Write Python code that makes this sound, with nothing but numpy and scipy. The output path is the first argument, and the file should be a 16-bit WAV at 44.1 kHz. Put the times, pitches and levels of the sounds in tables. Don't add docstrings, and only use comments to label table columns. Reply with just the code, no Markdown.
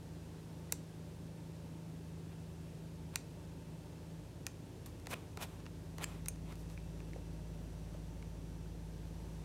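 import sys
import numpy as np
from scipy import signal
from scipy.fft import rfft, irfft
from scipy.io import wavfile

SR = 44100
rng = np.random.default_rng(int(sys.argv[2]) if len(sys.argv) > 2 else 0)


def put_to_file(sound):
    columns = np.atleast_2d(sound).T
    safe = np.clip(columns, -1, 1)
    whole_steps = np.round(safe * 32767)
    wavfile.write(sys.argv[1], SR, whole_steps.astype(np.int16))


def undo_db(level):
    steps = np.asarray(level, float) / 20
    return 10 ** steps


N = 416304

# start_s, level_db (6 ms rms at 4 kHz), hardness_db_per_oct, focus_db_per_oct2
SNIPS = [
    (0.7234, -39.8, 3.4, -0.3),
    (3.158, -37.8, 0.8, 1.7),
    (4.4668, -42.7, 0.8, 1.8),
]
# start_s, level_db (at 4 kHz), hardness_db_per_oct, focus_db_per_oct2
KNOCKS = [
    (6.2594, -53.1, -1.9, 1.9),
    (6.2843, -50.1, 5.9, 0.2),
]
# mode_hz, level_db (over the band), t60_s
GRIPPED_MODES = [(1880, 3, .014), (2460, 3, .02), (8900, -2, .013), (14100, -1, .009)]
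# mode_hz, level_db (over the band), t60_s
FREE_MODES = [(2450, 18, .009), (6379, 8, .034), (8791, 5, .022), (8952, 9, .024), (9345, 10, .02),
              (11360, -3, .018)]


def scissors():
    snips, knocks = contacts(SNIPS, column=1), contacts(KNOCKS, column=1)
    out = undo_db(-.3) * cracks(snips, trail_db=-15, trail_t60_s=.03, shear_db=-22)
    out += struck(snips, GRIPPED_MODES)
    out += cracks(knocks, trail_db=-3, trail_t60_s=.018, shear_db=-40)
    out += struck(knocks[1:], FREE_MODES)
    return out + rattle() + ticks()


# mode_hz, level_db, t60_s
RATTLE_MODES = [(2570, -0.5, 0.0079), (2920, 0, 0.0066), (5060, -5, 0.0055), (7400, 3.5, 0.0033),
                (8140, 3.5, .003), (11400, -25, 0.0071)]


def rattle():
    start_s, length_s, level_db = 6.0405, 0.0045, -54.5
    t = np.arange(N) / SR - start_s
    force = rng.standard_normal(N) * (t > 0) * (t < length_s) * undo_db(level_db)
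    ringing = sum(undo_db(mode_db) * ring(force, hz, t60_s) for hz, mode_db, t60_s in RATTLE_MODES)
    return ringing + 1.3 * band(force, 2000, 14000)


# start_s, peak_db, mode_hz, t60_s
TICKS = [(.694, -58, 1940, .03), (4.8615, -53, 11700, .035), (4.862, -53, 9500, .025),
         (5.141, -35, 2600, 0.0084), (7.0035, -53, 2600, .007), (6.7766, -42.5, 2340, 0.0072),
         (7.1338, -45, 2160, 0.0075), (7.1605, -40.5, 520, 0.017), (7.947, -47, 584, 0.038),
         (8.226, -48, 2220, 0.0084), (8.658, -60, 1500, 0.018)]


def ticks():
    out = np.zeros(N)
    blow = np.zeros(4096)
    blow[0] = 1
    for start_s, peak_db, hz, t60_s in TICKS:
        swelling = ring(ring(blow, hz, t60_s), hz, t60_s / 4)
        out[round(start_s * SR):][:4096] += swelling * undo_db(peak_db) / np.abs(swelling).max()
    return out


# start_s, level_db (at 4 kHz), hardness_db_per_oct, focus_db_per_oct2
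TAPS = [(4.8608, -56.6, -0.1, 2.1), (4.999, -69.4, 0.0, 0.3), (5.059, -62.4, -3.3, 2.6),
        (5.0699, -50.5, -2.9, 0.9), (5.3731, -52.4, -3.7, 0.5), (5.5981, -69.7, -4.7, 1.7),
        (5.6029, -68.7, -4.6, 2.1), (5.6563, -65.7, -5.4, 2.9), (5.6642, -56.4, -8.6, 4.2),
        (5.983, -53.6, -2.3, 0.2), (5.9939, -63.3, -6.1, 1.5), (6.359, -67.8, -4.7, 2.1),
        (6.5243, -60.6, -5.5, 2.2), (6.5557, -64.9, 0.2, 0.6), (6.6998, -63.8, -1.9, 1.6),
        (7.0031, -65.0, -6.8, 2.0), (6.7761, -65.1, -6.1, 2.6), (7.1338, -64.2, -6.3, 3.3),
        (7.161, -77.9, -5.8, -1.4), (8.226, -64.7, -5.7, 2.2)]


def taps():
    return cracks(contacts(TAPS, column=2), trail_db=-20, trail_t60_s=.025, shear_db=-45)


# touch_s, hardest_s, lift_s, scrape_db, bright_db
SWIPES = [
    (5.082, 5.111, 5.134, -58, -51.5),
    (5.104, 5.138, 5.146, -44, -48.5),
    (5.388, 5.427, 5.46, -47, -47),
    (5.998, 6.036, 6.042, -45, -48),
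]


def swipes():
    strokes = strokes_of(SWIPES, low_db=-2, swing_db=[9, 18, 24], bend=[1.3, 1.3, 1.2])
    return friction(strokes, slips_per_s=8500, spread_db=3.0, tilt=.6)


# touch_s, hardest_s, lift_s, dull_db, bright_db
RUSTLES = [(2.29, 2.32, 2.35, -68, -75), (2.64, 2.68, 2.72, -72, -79), (3.128, 3.142, 3.156, -61, -67),
           (4.858, 4.862, 4.878, -64, -60), (4.865, 4.88, 4.93, -71, -69), (5.14, 5.16, 5.26, -66, -71),
           (5.45, 5.47, 5.64, -68, -70), (6.045, 6.08, 6.22, -63, -67), (6.45, 6.515, 6.545, -60, -66),
           (6.55, 6.61, 6.65, -72, -67), (6.68, 6.705, 6.76, -69, -68), (7.91, 7.935, 7.99, -72, -74)]


def rustles():
    strokes = strokes_of(RUSTLES, low_db=4, swing_db=[16.5, 11, 13], bend=[1.1, 0.92, 1.1])
    return friction(strokes, slips_per_s=4600, spread_db=2.5, tilt=0.66)


def strokes_of(rows, low_db, swing_db, bend):
    off = np.linspace(-1, 1, num=17)[:, None]
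    loss_db = np.array(swing_db) * np.abs(off) ** np.where(off < 0, bend, 1.8)
    strokes = []
    for touch_s, hardest_s, lift_s, dull_db, bright_db in rows:
        times_s = np.interp(off, [-1, 0, 1], [touch_s, hardest_s, lift_s])
        levels_db = np.array([dull_db + low_db, dull_db, bright_db]) - loss_db
        strokes.append(np.c_[times_s, levels_db])
    return strokes


def friction(strokes, slips_per_s, spread_db, tilt):
    sizes = undo_db(spread_db * np.minimum(rng.exponential(1, N), 4)) * rng.choice([-1, 1], N)
    slips = sizes * (rng.random(N) < slips_per_s / SR)
    low = band(slips, 140, 1060) + 0.012 * ring(slips, 1050, 0.014)
    dull = band(slips, 1400, 3640) + .03 * ring(slips, 2540, 0.0087)
    bright = band(signal.lfilter([1], [1, -tilt], slips), 4600, 15000)
    bright = signal.sosfilt(signal.cheby2(10, 60, 16900, fs=SR, output="sos"), bright)
    parts = [rms_one(part) for part in (low, dull, bright)]
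    out, t = np.zeros(N), np.arange(N) / SR
    for times_s, *levels_db in map(np.transpose, strokes):
        span = slice(round(times_s[0] * SR), round(times_s[-1] * SR))
        for level_db, part in zip(levels_db, parts):
            out[span] += undo_db(np.interp(t[span], times_s, level_db)) * part[span]
    return out


# band_hz, steel_db, leather_db, crack_t60_s
BODY = [(740, -2.4, -2.7, .02), (2000, -3.8, -3.8, .011), (3500, -5, -3.2, .006), (4800, -3, -3, .006),
        (6000, -1.5, -4.5, .005), (9700, -3.5, -4.5, .005), (11700, -3, -3, .0045),
        (15000, -7.5, -6, .0045)]


def body(column):
    edges, table = np.array(BAND_EDGES_HZ), np.array(BODY)
    middles = np.log2(np.sqrt(edges[1:] * edges[:-1]))
    return np.interp(middles, np.log2(table[:, 0]), table[:, column]), middles - np.log2(4000)


def contacts(rows, column):
    body_db, octaves = body(column)
    rows = np.array(rows)
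    start_s, level_db, hardness, focus = (rows[:, i:i + 1] for i in range(4))
    return np.c_[start_s, level_db + hardness * octaves - focus * octaves ** 2 + body_db]


BAND_EDGES_HZ = [420, 740, 1300, 2000, 3000, 4100, 5500, 6500, 7600, 9000, 10500, 13000, 16000]


def cracks(rows, trail_db, trail_t60_s, shear_db):
    lead, out, rows = 160, np.zeros(N), np.array(rows)
    t = (np.arange(2048) - lead) / SR
    after = np.maximum(t, 0)
    grit = rng.standard_normal((len(rows), len(t)))
    grit[:, lead + 4] = 5.5
    crack_t60_s = body(column=3)[0]
    for k, (low_hz, high_hz) in enumerate(zip(BAND_EDGES_HZ, BAND_EDGES_HZ[1:])):
        dying = undo_db(-60 * after / crack_t60_s[k]) + undo_db(trail_db - 60 * after / trail_t60_s)
        envelope = np.where(t < 0, undo_db(shear_db + 3000 * t), dying)
        split, overlap_db = (band, 0) if low_hz < 3000 else (in_step, 2.7)
        bursts = split(grit * envelope, low_hz, high_hz)
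        power = np.mean(bursts[:, lead - 20:lead + 245] ** 2, axis=1, keepdims=True)
        bursts = bursts * undo_db(rows[:, k + 1:k + 2] - overlap_db) / np.sqrt(power)
        for start_s, burst in zip(rows[:, 0], bursts):
            out[round(start_s * SR) - lead:][:len(t)] += burst
    return out


def struck(rows, modes):
    out, rows = np.zeros(N), np.array(rows)
    for hz, mode_db, t60_s in modes:
        blows = np.zeros(N)
        band_db = rows[:, np.searchsorted(BAND_EDGES_HZ, hz)]
        blows[(rows[:, 0] * SR).astype(int)] = undo_db(band_db + mode_db + 3)
        out += ring(blows, hz, t60_s)
    return out


def ring(force, hz, t60_s):
    r, w = undo_db(-60 / (t60_s * SR)), 2 * np.pi * hz / SR
    return signal.lfilter([0, np.sin(w)], [1, -2 * r * np.cos(w), r * r], force + 1e-18)


def band(x, low_hz, high_hz):
    return signal.sosfilt(signal.butter(3, [low_hz, high_hz], "band", fs=SR, output="sos"), x + 1e-18)


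def in_step(x, low_hz, high_hz):
    return signal.sosfiltfilt(signal.butter(2, [low_hz, high_hz], "band", fs=SR, output="sos"), x + 1e-18)


def rms_one(x):
    return x / np.sqrt(np.mean(x ** 2) + 1e-20)


def room(x):
    t60_s, level_db, gap_s = 0.24, -19, 0.0044
    top_hz, top_t60_s, top_db = 8500, .14, -2
    t = np.arange(SR // 2) / SR
    white = rng.standard_normal(len(t))
    tail = band(white, 400, top_hz) * undo_db(-60 * t / t60_s)
    tail += band(white, top_hz, 15500) * undo_db(top_db - 60 * t / top_t60_s)
    tail *= t > gap_s
    return undo_db(level_db) * signal.fftconvolve(x, tail / np.sqrt(np.sum(tail ** 2)))[:N]


FAN_ORDERS = [1, 3, 4, 5, 7, 9, 10]
FAN_ORDERS_DB = [-80, -59.5, -58, -67.5, -65.5, -73.5, -74.5]
# time_s, loss_db
SHADE = [(0, 3), (.3, 0.5), (2.1, -1), (3.6, 1.5), (4.6, 9), (5.4, 5.5), (5.85, 0), (9.44, 1)]


def fan():
    t = np.arange(N) / SR
    shaft = 2 * np.pi * 162.33 / 6 * t
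    loss_db = np.interp(t, *np.transpose(SHADE))
    flutter_db = (0.85 + 0.62 * np.maximum(loss_db, 0)) * drift(rate_hz=11)
    out = tone(6 * shaft, -51.5 - loss_db + np.minimum(flutter_db, loss_db + 2), wander_db=0)
    return out + sum(tone(k * shaft, db, wander_db=0.5) for k, db in zip(FAN_ORDERS, FAN_ORDERS_DB))


def compressor():
    pump_hz, idle_wander_db = 18.067, 4.0
    valve_hz, valve_width_hz, valve_under_third_db = 5900, 500, -29.5
    t = np.arange(N) / SR
    out, levels_db = np.zeros(N), []
    # order, idle_db, loaded_db, load_start_s, ramp_s
    for order, idle_db, loaded_db, start_s, ramp_s in [(3, -65, -49.5, 5.1, 1.9), (5, -66.5, -57.5, 4.5, 0.98)]:
        load = np.sin(np.pi / 2 * np.clip((t - start_s) / ramp_s, 0, 1))
        wander = idle_wander_db * (1 - load) * drift(4.01)
        levels_db.append(idle_db + (loaded_db - idle_db) * load + wander)
        out += tone(2 * np.pi * order * pump_hz * t, levels_db[-1], wander_db=0)
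    hiss = band(rng.standard_normal(N), valve_hz - valve_width_hz / 2, valve_hz + valve_width_hz / 2)
    return out + undo_db(levels_db[0] + valve_under_third_db) * rms_one(hiss)


STEADY_HZ = [60, 120, 180, 240, 300, 79.04, 157.9, 143, 144.9, 222, 285.6]
STEADY_DB = [-72.5, -67, -67, -71.5, -77, -65, -69.5, -68, -66.5, -79, -79]


def mains():
    turn = 2 * np.pi * np.arange(N) / SR
    return sum(tone(hz * turn, db, wander_db=3.0) for hz, db in zip(STEADY_HZ, STEADY_DB))


def tone(phase, level_db, wander_db):
    return np.sqrt(2) * undo_db(level_db + wander_db * drift(1.594)) * np.sin(phase + 2 * np.pi * rng.random())


def drift(rate_hz):
    knots = rng.standard_normal(int(N / SR * 40) + 3)
    return np.interp(np.arange(N) / SR * min(rate_hz, 39), np.arange(len(knots)), knots)


# freq_hz, level_db_per_hz
RUMBLE = [(20, -105), (33, -103), (46, -91), (70, -87), (125, -85), (148, -79), (172, -87), (200, -84),
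          (300, -82), (420, -90)]
# freq_hz, level_db_per_hz
HISS = [(180, -26.5), (300, 1.5), (326, -8), (354, -1.5), (412, -5.5), (440, -3), (762, -12), (900, -13),
        (1230, -19), (1640, -19.5), (2210, -22), (2700, -21.5), (8940, -27), (15000, -35), (16000, -41)]
# centre_hz, width_hz, level_db
WHINE = [(299.1, 27, -75), (387.2, 42, -73.5), (434, 29, -81.5), (587.7, 49, -73.5), (898, 65, -75.5),
         (1600, 110, -87), (2648, 120, -85)]


def air():
    out = coloured(RUMBLE) * undo_db(.8 * drift(4))
    out += undo_db(-59) * rms_one(coloured(HISS)) * undo_db(.3 * drift(3))
    for hz, width_hz, level_db in WHINE:
        whistle = rms_one(band(rng.standard_normal(N), hz - width_hz / 2, hz + width_hz / 2))
        out += undo_db(level_db + 2.7 * drift(5)) * whistle
    return out


def coloured(points):
    hz, level_db = np.transpose(points)
    grid_hz = np.maximum(np.arange(N // 2 + 1) * SR / N, 1)
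    gain = undo_db(np.interp(np.log(grid_hz), np.log(hz), level_db, -160, -160))
    return irfft(rfft(rng.standard_normal(N)) * gain, N) * np.sqrt(SR / 2)


def scene():
    near = scissors() + taps() + swipes() + rustles()
    hum = fan() + compressor() + mains()
    return (near + room(near) + hum + air())[None]


def band_limit(x):
    return signal.sosfilt(signal.butter(12, 16860, fs=SR, output="sos"), x)


def record(dry):
    mix = signal.sosfilt(signal.butter(8, 16700, fs=SR, output="sos"), dry)
    return band_limit(mix)


dry = scene()
out = record(dry)
put_to_file(out)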